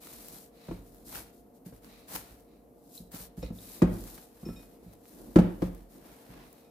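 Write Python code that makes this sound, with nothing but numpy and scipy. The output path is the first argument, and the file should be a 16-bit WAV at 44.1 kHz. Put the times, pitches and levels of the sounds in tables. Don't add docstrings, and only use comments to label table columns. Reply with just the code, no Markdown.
import sys
import numpy as np
from scipy import signal
from scipy.fft import rfft, irfft, next_fast_len
from scipy.io import wavfile
from scipy.ndimage import map_coordinates

SR = 44100
rng = np.random.default_rng(int(sys.argv[2]) if len(sys.argv) > 2 else 0)


def inscribe(sig):
    pcm = np.round(np.clip(np.atleast_2d(sig).T, -1, 1) * 32767)
    wavfile.write(sys.argv[1], SR, pcm.astype(np.int16))


N = 295470

# (start [s], rise [s], fall [s], skin hiss [dB], dough drag [dB])
STROKES = [(0, 0.032, 0.47, -51.5, -59.5), (.14, 0.21, 0.17, -51.5, -61), (.5, 0.23, 0.12, -64, -64.5),
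           (.76, 0.14, 0.36, -65, -72.5), (1.043, 0.039, 0.25, -50.5, -67), (1.32, 0.027, 0.11, -65, -84),
           (1.53, .04, 0.032, -67, -82), (1.647, .02, 0.077, -59, -63.5), (1.72, 0.019, 0.094, -64, -68),
           (1.805, 0.051, 0.3, -62, -62.5), (2.07, 0.017, 0.43, -56.5, -59), (2.74, 0.16, .16, -67, -86),
           (3.108, 0.049, 0.031, -46, -49.5), (3.15, 0.061, 0.085, -46.5, -55),
           (3.366, 0.0097, 0.16, -58, -66), (3.51, 0.1, 0.24, -54.5, -66), (3.63, 0.1, 0.12, -49.5, -60.5),
           (3.83, 0.24, 0.3, -52.5, -59.5), (4.17, 0.014, .03, -73, -57), (4.26, 0.24, 0.4, -61.5, -64.5),
           (4.79, 0.11, 0.15, -66.5, -69.5), (4.99, 0.13, 0.88, -60, -66.5),
           (5.599, 0.055, 0.047, -58, -55), (5.66, .1, 0.18, -68, -68.5),
           (5.88, 0.062, 0.092, -63.5, -68.5), (5.93, .19, 0.37, -61.5, -60), (6.29, .06, 0.19, -66, -56),
           (6.38, 0.1, 0.32, -66.5, -67.5)]
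# (release [s], pull [s], t60 [s], skin hiss [dB], dough drag [dB])
PEELS = [(1.164, 0.091, .31, -42.5, -44.5), (2.159, 0.076, 0.17, -38, -43),
         (2.955, 0.064, 0.32, -49.5, -71)]
SKIN_SPECTRUM = [(1470, -25), (2500, -11.5), (4260, -0.5), (4560, -1.5), (6510, -1), (7650, 0),
                 (13600, 4.5), (15000, 1.5), (15800, -51)]
DRAG_SPECTRUM = [(40, -9), (150, 10), (400, 0.5), (750, 6), (1250, 1), (1800, 0), (3100, -6), (5500, -10),
                 (10000, -28)]
SCRAPES = [(0, 0.043, 0.38, -64), (.51, 0.19, 0.15, -62), (1.82, 0.13, .2, -63), (2.2, 0.072, 0.093, -68),
           (2.45, 0.071, 0.15, -75), (3.415, 0.022, 0.084, -55), (3.55, 0.22, .1, -61.5),
           (4.8, .1, .12, -74), (6.3, 0.18, 0.44, -72.5)]
WALL_MODES = [(1240, 130, -2), (2340, 940, -3), (3830, 460, -2)]
SHIFTS = [(0, 0.49, -55.5), (0.776, 0.72, -57.5), (1.81, 0.21, -56.5), (2.2, 0.15, -64), (2.824, 0.26, -66),
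          (3.53, 0.83, -54), (3.893, 0.19, -48.5), (4.535, 0.5, -57), (5.093, 0.29, -47.5),
          (5.88, 0.3, -54.5), (6.26, 0.24, -54)]
RUMBLE_SPECTRUM = [(20, -25), (45, 11), (80, -13), (180, 4), (300, 7), (450, -3.5), (750, -10.5),
                   (1400, -24), (4000, -59)]
AIR_SPECTRUM = [(25, -36), (52, 4), (85, -15), (130, -8), (260, 2), (380, -6.5), (460, -3), (700, -9),
                (1100, -21), (1600, -29), (3500, -38.5), (8000, -37), (13500, -27.5), (15800, -47)]
HUM_PARTIALS = [(60, -75), (120, -80.5), (240, -78.5), (283, -70.5), (465, -64), (700, -70)]
TICKS = [(.0712, -48, -38.5), (.2844, -33, -52), (.9462, -48, -63), (1.1495, -37, -41), (1.1557, -37, -31),
         (1.8455, -47, -44.5), (2.1535, -30, -32), (2.1565, -26, -29), (2.1616, -26, -26.5),
         (2.3977, -52, -68), (3.119, -40, -58), (3.1472, -35, -49), (4.0392, -36, -45), (4.1793, -52, -46),
         (4.9352, -46, -65), (5.0557, -64, -51), (5.7482, -45.5, -55), (6.5284, -44, -64)]
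CRACK_SPECTRUM = [(300, -11), (2600, -6.5), (15000, 10)]
TAP_SPECTRUM = [(300, -7), (1250, 4), (2600, -3.5), (4200, -8), (9000, -16)]
# (time [s], level [dB], bounce [Hz], slap trim [dB], boom trim [dB])
LANDINGS = [(.685, -27, 228, -6, 3), (.711, -23.5, 327, -8, 1), (1.153, -44, 200, -9, 10),
            (1.66, -34, 182, -16, -8), (1.725, -45, 160, 3.5, 9), (2.145, -39.5, 261, -22, 8),
            (2.304, -52, 102, -12, 15), (3.001, -34, 219, -18, -1), (3.138, -39, 312, 1, -2),
            (3.2, -37.5, 155, -7, 4), (3.3746, -29.5, 177, -12.5, 6), (3.427, -26, 506, -7, 8),
            (3.502, -24, 210, -14.5, -1), (3.8193, -3, 345, -8.5, -6), (3.838, -22.5, 228, -22, 4),
            (3.9139, -26.5, 211, -19, 5), (4.429, -32, 225, -11.5, -3), (4.4604, -23.5, 342, -16, -8),
            (4.4856, -21, 230, -14.5, -3), (4.861, -39.5, 176, -17, 8), (5.3581, 1, 317, -9.5, -12),
            (5.387, -8, 200, -6, -5), (5.6201, -12.5, 310, -8.5, -3), (5.6639, -28.5, 156, -9.5, 9),
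            (6.289, -37, 123, -20, 1)]
BOWL_MODES = [(181.3, 5.5, 0.18), (208.3, 6.5, 0.069), (292.5, 0.5, 0.11), (398.3, -5.5, 0.083),
              (477, -44, 0.175), (518.4, -6, 0.083), (616, -20, 0.081), (856, -44, .09),
              (1074, -18.3, 0.15), (1350, -17, 0.14)]
COUNTER_MODES = [(45.1, -21, 0.41), (57.3, -11.5, 0.201), (105.8, -24.5, 0.41)]
SLAP_SPECTRUM = [(30, -29), (100, 0), (350, -3.5), (550, -6.5), (800, -15), (1500, -24.5), (3000, -36.5),
                 (6000, -41), (10000, -46), (15000, -52)]
SQUEAKS = [(2.977, -37, 4050), (3.586, -44.5, 3750)]
# (time [s], level [dB], t60 left by the grip [ratio], contact corner [Hz])
RIM_CATCHES = [(3.428, -51.5, 0.17, 6000), (4.454, -62, 0.45, 7000), (4.495, -60, 0.59, 4050),
               (4.562, -60.5, 0.64, 9000), (6.648, -61, 1, 1100)]
GLASS_MODES = [(1320, -5.5, 0.8), (2486, -2.5, 0.67), (3730, -2, 0.39), (5380, 3, 0.42), (7300, -3, 0.27),
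               (9050, -8, .2)]
ROOM_DECAY = [(100, 0.41), (300, 0.53), (1000, 0.53), (4000, 0.48), (14000, 0.088)]
ROOM_GAIN = [(50, -5.5), (170, -13), (320, -9.5), (1000, -6.5), (3000, -3.5), (6000, -10), (14000, -5.5)]
MIC_COHERENCE = [(60, 0.91), (290, 0.89), (640, 0.36), (1400, 0.087), (3000, 0.19), (15000, 0)]
MIC_BALANCE = [(60, -3.5), (200, -0.5), (600, 2), (1200, -1), (4400, 0), (8000, -0.5), (15000, 5.5)]


def amp(db):
    return 10 ** (np.asarray(db) / 20)


def unit(x):
    return x / np.sqrt(np.mean(x ** 2) + 1e-20)


def along(points, hz):
    knots_hz, values = np.transpose(points)
    return np.interp(np.log(hz + 1), np.log(knots_hz + 1), values)


def fade(t, t60_s):
    return np.exp(-np.log(1000) * t / t60_s)


def add(track, start_s, sound):
    part = track[..., round(start_s * SR):][..., :sound.shape[-1]]
    part += sound[..., :part.shape[-1]]


def wobble(rate_hz):
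    knots = rng.standard_normal(int(N * rate_hz / SR) + 4)
    return map_coordinates(knots, [np.arange(N) * rate_hz / SR])


def filtered(x, response):
    n = x.shape[-1]
    padded = next_fast_len(n + 8192)
    return irfft(rfft(x, padded) * response(np.fft.rfftfreq(padded, 1 / SR)), padded)[..., :n]


def spread(pair, spectrum=((100, 0),)):
    def response(hz):
        angle = np.arccos(np.clip(along(MIC_COHERENCE, hz), -1, 1)) / 2
        return amp(along(spectrum, hz)) * [np.cos(angle), np.sin(angle)]
    mid, side = filtered(pair, response)
    return unit(np.array([mid + side, mid - side]))


def noise(n=N):
    return rng.standard_normal((2, n))


def slips(rate_hz):
    return unit((rng.random(N) < rate_hz / SR) * noise())


def grains(rate_hz, grit):
    return grit * slips(rate_hz) + unit(noise())


def ring(modes, t, scatter_db, t60_scale=1):
    return sum(amp(db + scatter_db * rng.normal()) * np.sin(2 * np.pi * hz * t)
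               * fade(t, t60_s * t60_scale) for hz, db, t60_s in modes)


def softened(modes, corner_hz):
    return [(hz, db - 10 * np.log10(1 + (hz / corner_hz) ** 4), t60_s) for hz, db, t60_s in modes]


def hand_speed(rise_s, fall_s, ease_power=1.56):
    t = np.arange(SR) / SR
    pick_up = np.sin(np.pi / 2 * np.clip(t / rise_s, 0, 1))
    ease_off = np.sin(np.pi / 2 * np.clip((rise_s + fall_s - t) / fall_s, 0, 1))
    return pick_up * ease_off ** ease_power


def friction(swell_db=17):
    power, t = np.zeros((2, N)), np.arange(SR) / SR
    for start_s, rise_s, fall_s, skin_db, dough_db in STROKES:
        add(power, start_s, np.outer(amp([skin_db, dough_db]), hand_speed(rise_s, fall_s)) ** 2)
    for release_s, pull_s, t60_s, skin_db, dough_db in PEELS:
        swell = amp(swell_db * np.minimum(t / pull_s - 1, 0))
        tension = swell * fade(np.maximum(t - pull_s, 0), t60_s)
        add(power, release_s - pull_s, np.outer(amp([skin_db, dough_db]), tension) ** 2)
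    return np.sqrt(power)


def rubbing(drag_trim_db=0.5, sticky_db=-10, rest_db=-82):
    skin, dough = friction()
    skin = np.hypot(skin, amp(rest_db))
    judder = unit(amp(wobble(170) + 1.02 * wobble(30)))
    sticky = amp(sticky_db) * slips(rate_hz=70)
    hiss = spread(grains(rate_hz=1500, grit=0.69) + sticky, SKIN_SPECTRUM)
    drag = spread(grains(rate_hz=500, grit=0.58), DRAG_SPECTRUM)
    return judder * (skin * hiss + amp(drag_trim_db) * dough * drag)


def scraping():
    def wall(hz):
        return sum(amp(db) * 1j * hz * width_hz / (mode_hz ** 2 - hz ** 2 + 1j * hz * width_hz)
                   for mode_hz, width_hz, db in WALL_MODES)
    envelope = np.zeros(N)
    for start_s, rise_s, fall_s, db in SCRAPES:
        add(envelope, start_s, amp(db) * hand_speed(rise_s, fall_s))
    drive = spread(grains(rate_hz=500, grit=0.65))
    return envelope * unit(filtered(drive, wall))


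def shifting(uneven_db=2):
    speed = np.zeros(N)
    for start_s, length_s, db in SHIFTS:
        add(speed, start_s, amp(db) * np.sqrt(np.hanning(int(length_s * SR))))
    uneven = amp(uneven_db * wobble(25))
    rumble = spread(grains(rate_hz=140, grit=0.57), RUMBLE_SPECTRUM)
    return speed * unit(uneven * rumble)


def appliance():
    t = np.arange(N) / SR
    return sum(amp(db + wobble(5)) * np.sin(2 * np.pi * hz * t + hz / 400 * wobble(12))
               for hz, db in HUM_PARTIALS)


def room_air(level_db=-58.5):
    return amp(level_db) * spread(noise(), AIR_SPECTRUM)


def ticks(trim_db=-2, crack_t60_s=0.014, tap_t60_s=0.01):
    out, t = np.zeros((2, N)), np.arange(SR // 20) / SR
    for time_s, crack_db, tap_db in TICKS:
        crack = amp(crack_db) * spread(noise(len(t)), CRACK_SPECTRUM) * fade(t, crack_t60_s)
        tap = amp(tap_db) * spread(noise(len(t)), TAP_SPECTRUM) * fade(t, tap_t60_s)
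        add(out, time_s, amp(trim_db) * (crack + tap))
    return out


def thuds(push_s=0.0059, boom_rise_s=0.0091, slap_rise_s=0.0004, bounce_db=3, ring_db=-13, slap_db=-2):
    out, t = np.zeros((2, N)), np.arange(SR // 2) / SR
    push = 1 - np.exp(-(t / push_s) ** 2)
    slap = amp(slap_db) * fade(t, t60_s=0.078) * (1 - np.exp(-t / slap_rise_s))
    slap_power = np.zeros(N)
    for time_s, db, bounce_hz, slap_trim_db, boom_trim_db in LANDINGS:
        bounce = amp(bounce_db) * np.sin(2 * np.pi * bounce_hz * t) * fade(t, t60_s=0.046)
        bowl = amp(ring_db) * ring(softened(BOWL_MODES, 2 * bounce_hz), t, scatter_db=0.5)
        boom = amp(boom_trim_db) * ring(COUNTER_MODES, t, scatter_db=1.5)
        boom *= 1 - np.exp(-t / boom_rise_s)
        add(out, time_s, amp(db) * (boom - push * (bounce + bowl)))
        add(slap_power, time_s, (amp(db + slap_trim_db) * slap) ** 2)
    return out + np.sqrt(slap_power) * spread(noise(), SLAP_SPECTRUM)


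def squeaks(waver=0.045, rise_s=0.00053, t60_s=0.024):
    out, t = np.zeros((2, N)), np.arange(SR) / SR
    envelope = fade(t, t60_s) * (1 - np.exp(-t / rise_s))
    for time_s, db, hz in SQUEAKS:
        pitch_hz = hz * (1 + waver * wobble(740)[:SR])
        phase = 2 * np.pi * np.cumsum(pitch_hz) / SR
        add(out, time_s, amp(db) * envelope * (np.sin(phase) + 0.15 * np.sin(2 * phase)))
    return out


def rim():
    out, t = np.zeros((2, N)), np.arange(SR) / SR
    for time_s, db, t60_scale, corner_hz in RIM_CATCHES:
        modes = softened(GLASS_MODES, corner_hz)
        channels = [ring(modes, t, scatter_db=5.5, t60_scale=t60_scale) for _ in range(2)]
        add(out, time_s, amp(db) * np.array(channels))
    return out


def kitchen(x, onset_s=0.0023):
    hz, frame_s, bands = signal.stft(spread(noise(SR)), SR, nperseg=256)
    t60_s = along(ROOM_DECAY, hz)[:, None]
    _, tail = signal.istft(bands * fade(frame_s, t60_s) / np.sqrt(t60_s), SR, nperseg=256)
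    t = np.arange(tail.shape[1]) / SR
    tail *= 1 - np.exp(-(t / onset_s) ** 2)
    tail = filtered(tail / np.linalg.norm(tail[0]), lambda hz: amp(along(ROOM_GAIN, hz)))
    return signal.fftconvolve(x, tail, axes=1)[:, :N]


def scene(hands_send_db=-6):
    blows = thuds()
    hands = rubbing() + scraping() + ticks() + rim() + squeaks()
    room_send = blows + amp(hands_send_db) * hands
    return blows + hands + shifting() + kitchen(room_send) + appliance() + room_air()


def record(dry, low_hz=35, top_hz=15800):
    dry = signal.sosfilt(signal.butter(6, low_hz, "highpass", fs=SR, output="sos"), dry)
    return filtered(dry, lambda hz: amp(np.outer([0.5, -0.5], along(MIC_BALANCE, hz))) * (hz < top_hz))


dry = scene()
out = record(dry)
inscribe(out)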